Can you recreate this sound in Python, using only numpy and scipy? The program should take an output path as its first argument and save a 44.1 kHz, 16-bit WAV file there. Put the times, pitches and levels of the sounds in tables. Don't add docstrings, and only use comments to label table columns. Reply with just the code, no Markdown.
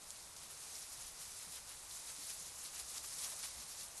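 import sys
import numpy as np
from scipy import signal
from scipy.fft import rfft, irfft
from scipy.io import wavfile

SR = 44100
rng = np.random.default_rng(int(sys.argv[2]) if len(sys.argv) > 2 else 0)


def unload_wav(signal):
    wavfile.write(
        sys.argv[1],
        SR,
        np.round(np.clip(np.atleast_2d(signal).T, -1, 1) * 32767).astype(np.int16),
    )


N = 176400
TIME_S = np.arange(N) / SR
BINS_HZ = np.arange(N // 2 + 1) * SR / N
CUTOFF_HZ = 12000


def from_db(db):
    return 10 ** (np.asarray(db) / 20)


def rms_one(x):
    return x / np.sqrt(np.mean(x ** 2) + 1e-20)


def colour(x, spectrum):
    hz, db = np.transpose(spectrum)
    bins_hz = np.maximum(BINS_HZ, 1)
    skirt = np.minimum(bins_hz / hz[0], 1) ** 2
    gain = from_db(np.interp(np.log(bins_hz), np.log(hz), db))
    return rms_one(irfft(rfft(x) * skirt * gain, N))


def resonant_noise(hz, width_hz):
    return rms_one(irfft(rfft(rng.standard_normal(N)) / (1 + ((BINS_HZ - hz) / width_hz) ** 2), N))


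def drift(rate_hz):
    return resonant_noise(0, rate_hz)


def burst(envelope, hz, width_hz):
    return rms_one(envelope * resonant_noise(hz, width_hz)) * np.sqrt(np.mean(envelope ** 2))


def ring(x, hz, t60_s):
    r, w = from_db(-60 / (t60_s * SR)), 2 * np.pi * hz / SR
    return signal.lfilter([0, np.sin(w)], [1, -2 * r * np.cos(w), r * r], x + 1e-18)


def crackle(spectrum, ticks_per_s, spread_db, friction_db, patchy_db, bands=12):
    sizes = from_db(spread_db * np.minimum(rng.exponential(1, N), 4)) * rng.choice([-1, 1], N)
    ticks = sizes * (rng.random(N) < ticks_per_s / SR)
    tick_band = rng.integers(0, bands, N)
    centres_hz, spacing_hz = np.linspace(0, CUTOFF_HZ, bands, retstep=True)
    out = 0
    for k, centre_hz in enumerate(centres_hz):
        source = rms_one(ticks * (tick_band == k)) + from_db(friction_db) * rng.standard_normal(N)
        band = np.exp(-.5 * ((BINS_HZ - centre_hz) / spacing_hz) ** 2)
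        out += irfft(rfft(source) * band, N) * from_db(patchy_db * drift(rate_hz=30))
    return colour(out, spectrum)


def far_rumble(floor_db=-73, swell_sigma_s=0.055):
    # frequency in Hz, relative level in dB.
    spectrum = [(12, -1), (19, 1), (45, -1), (80, -0.5), (105, -8), (170, -6), (240, -21.5), (500, -38)]
    # peak time in seconds, level in dB, pitch in Hz.
    swells = [(1.06, -66.5, 32), (1.91, -69, 55), (2.84, -67, 60), (3.56, -69, 62)]
    out = from_db(floor_db) * colour(rng.standard_normal(N), spectrum)
    for peak_s, db, hz in swells:
        envelope = np.exp(-.5 * ((TIME_S - peak_s) / swell_sigma_s) ** 2)
        out += from_db(db) * burst(envelope, hz, width_hz=11)
    return out


def far_drone(level_db=-76):
    return from_db(level_db) * resonant_noise(hz=62, width_hz=6.2)


def wind():
    # time in seconds, level in dB.
    levels = [(0, -61), (.8, -59.5), (1.6, -60.5), (2.4, -60), (3.3, -59.5), (4, -59.5)]
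    # frequency in Hz, relative level in dB.
    spectrum = [(100, 1.5), (180, -4), (240, -4.5), (370, -4), (540, -0.5), (1050, 1), (1400, -1),
                (1700, -4.5), (2400, -4), (3200, -6), (6000, -7), (12000, -13)]
    return from_db(np.interp(TIME_S, *np.transpose(levels))) * colour(rng.standard_normal(N), spectrum)


def hooves(rise_s=0.0087, fall_s=0.019):
    # peak time in seconds, level in dB, pitch in Hz.
    footfalls = [(.46, -70.5, 190), (.98, -65.5, 145), (1.475, -65.5, 169), (2.19, -66, 290),
                 (2.42, -68.5, 175), (3.328, -62, 755), (3.585, -68.5, 217)]
    out = np.zeros(N)
    for peak_s, db, hz in footfalls:
        from_peak = np.maximum((peak_s - TIME_S) / rise_s, (TIME_S - peak_s) / fall_s)
        out += from_db(db) * burst(np.exp(-.5 * from_peak ** 2), hz, width_hz=0.23 * hz)
    return out


def brushing(flutter_db=0.04):
    # time in seconds, level in dB.
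    levels = [(0, -57.5), (.17, -54), (.33, -57), (.48, -56), (.66, -52), (.88, -55), (1.14, -54.5),
              (1.3, -50.5), (1.5, -52.5), (1.63, -55.5), (1.85, -54), (2.22, -51.5), (2.53, -55.5),
              (2.85, -54.5), (3.3, -49.5), (3.62, -53.5), (3.84, -53.5), (3.93, -58.5)]
    # frequency in Hz, relative level in dB.
    spectrum = [(800, -30), (2000, -9), (3000, -11), (3900, -4), (5600, -1), (6900, -0.5), (8200, -0.5),
                (9900, 1), (11000, -3.5), (12000, -3.5)]
    level_db = np.interp(TIME_S, *np.transpose(levels)) - flutter_db * drift(rate_hz=22)
    hiss = crackle(spectrum, ticks_per_s=6000, spread_db=2.4, friction_db=1.0, patchy_db=1.4, bands=8)
    return from_db(level_db) * hiss


def strides():
    # peak time in seconds, level in dB, rise and fall in seconds, litter re swish in dB.
    swishes = [(.112, -54, .012, 0.013, -13), (.367, -55.5, 0.0046, 0.023, -26),
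               (.438, -56, 0.02, 0.024, -6.5), (.51, -52, 0.0075, 0.02, -14), (.625, -57, 0.013, .03, -15),
               (.785, -52, .076, 0.03, -13.5), (.825, -51, .012, 0.011, -24),
               (.93, -51.5, 0.038, 0.034, -17), (1.015, -52.5, .02, 0.038, -10.5),
               (1.08, -53.5, 0.032, 0.013, -22), (1.215, -50.5, .016, 0.02, -8.5),
               (1.43, -59, .025, .025, -2), (1.525, -48, 0.0041, 0.016, -28),
               (1.561, -48, 0.0071, 0.011, -8.5), (1.697, -51, 0.0096, .035, -8.5),
               (1.91, -50, 0.01, 0.04, -19), (1.96, -52, .018, 0.02, -18), (1.997, -55, .014, .014, -25),
               (2.10, -49, 0.028, 0.021, -11.5), (2.235, -51, 0.026, 0.025, -12),
               (2.303, -46, 0.033, 0.034, -19), (2.405, -50.5, .013, 0.037, -18),
               (2.461, -52, .015, 0.036, -11.5), (2.59, -50.5, 0.027, .025, -16),
               (2.657, -47, .024, 0.018, -13.5), (2.76, -48.5, 0.023, 0.023, -11),
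               (2.801, -43.5, 0.013, 0.011, -15), (2.912, -49, 0.033, 0.036, -21),
               (2.978, -43.5, 0.017, 0.0076, -12.5), (3.05, -47.5, 0.011, .028, -28),
               (3.13, -48.5, .018, .016, -12.5), (3.19, -47, 0.013, .03, -12),
               (3.245, -44.5, 0.028, 0.034, -9), (3.295, -55, .02, .026, -18),
               (3.329, -47.5, 0.0048, 0.0042, -12), (3.395, -47.5, 0.016, 0.011, -15),
               (3.443, -43, .013, 0.025, -14.5), (3.62, -50.5, 0.045, 0.012, -10.5),
               (3.72, -48.5, 0.02, 0.013, -21), (3.80, -47, 0.023, 0.042, -19),
               (3.982, -50, 0.024, 0.015, -24)]
    # peak time in seconds, level in dB, half length in seconds.
    crunches = [(1.587, -57.5, .007), (2.095, -60, .011), (2.304, -55, 0.0064), (2.801, -56, 0.0073),
                (3.045, -53, .005), (3.438, -49, .004), (3.454, -51.5, .004)]
    # frequency in Hz, relative level in dB.
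    tuft_spectrum = [(800, -19), (2000, -15), (3100, -9), (4000, -2), (5500, 1), (6900, 3), (8300, 0.5),
                     (10000, 2), (11000, 0), (12000, -1)]
    litter_spectrum = [(150, -6), (400, -8), (750, -4), (1200, -0.5), (1700, -2), (2900, -1), (4000, -3),
                       (8000, -15)]
    swish_shape = 1.11
    tuft_power = np.zeros(N)
    litter_power = sum(from_db(db) ** 2 * np.exp(-((TIME_S - peak_s) / half_s) ** 2)
                       for peak_s, db, half_s in crunches)
    for peak_s, db, rise_s, fall_s, litter_db in swishes:
        from_peak = np.maximum((peak_s - TIME_S) / rise_s, (TIME_S - peak_s) / fall_s)
        power = (from_db(db) * np.exp(-.5 * from_peak ** swish_shape)) ** 2
        tuft_power += power
        litter_power += power * from_db(litter_db) ** 2
    tuft = crackle(tuft_spectrum, ticks_per_s=8000, spread_db=3.5, friction_db=2.0, patchy_db=3.0)
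    litter = crackle(litter_spectrum, ticks_per_s=4000, spread_db=0, friction_db=1.0, patchy_db=2.5)
    return np.sqrt(tuft_power) * tuft + np.sqrt(litter_power) * litter


def snapping_stalks(fibres=4, splinter_db=-6.5):
    # start in seconds, peak level in dB, pitch in Hz, splintering span in seconds.
    snaps = [(.1055, -31.5, 6800, .0008), (.3646, -39, 5800, .003), (.6387, -39, 6600, .0005),
             (.7336, -38, 8200, .0005), (1.0796, -36, 7300, .0006), (1.5235, -39, 6000, .005),
             (1.5385, -39, 5600, .004), (1.5595, -39, 6200, .004), (1.9939, -37, 9000, .001),
             (2.1638, -36, 7000, .0005), (2.3035, -37, 4800, .003), (2.314, -37, 6500, .001),
             (2.336, -32, 8200, .0006), (2.7987, -29, 7400, .003), (2.9812, -32, 6800, .003),
             (3.236, -33, 7500, .0006), (3.2412, -33, 5400, .001), (3.2465, -27, 6000, .001),
             (3.4298, -32, 7200, .0007), (3.4412, -33, 7600, .003), (3.4567, -34, 6200, .002),
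             (3.4846, -38, 6900, .001), (3.8842, -39, 8500, .0005)]
    # multiple of the pitch, relative level in dB, t60 in seconds.
    stalk_modes = [(.56, -10, .002), (.78, -5, .002), (1, 0, .0018), (1.22, -3, .001), (1.5, -3, .001)]
    low_cut = signal.butter(2, 3120, "high", fs=SR, output="sos")
    out = np.zeros(N)
    for start_s, peak_db, hz, span_s in snaps:
        clicks = np.zeros(1024)
        splinter_at = (rng.random(fibres) * span_s * SR).astype(int)
        clicks[splinter_at] = from_db(splinter_db) * rng.choice([-1, 1], fibres)
        clicks[0] = 1
        ringing = sum(from_db(mode_db + rng.normal(0, 2.4)) * ring(clicks, multiple * hz, t60_s)
                      for multiple, mode_db, t60_s in stalk_modes)
        crack = signal.sosfilt(low_cut, ringing)
        start = int(start_s * SR)
        out[start:start + len(crack)] += from_db(peak_db) * crack / np.abs(crack).max()
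    return out


def scene():
    boar = brushing() + strides() + snapping_stalks() + hooves()
    mono = boar + wind() + far_rumble() + far_drone()
    return np.array([mono, mono])


def record(dry):
    return signal.sosfilt(signal.ellip(14, .1, 70, CUTOFF_HZ, fs=SR, output="sos"), dry)


dry = scene()
out = record(dry)
unload_wav(out)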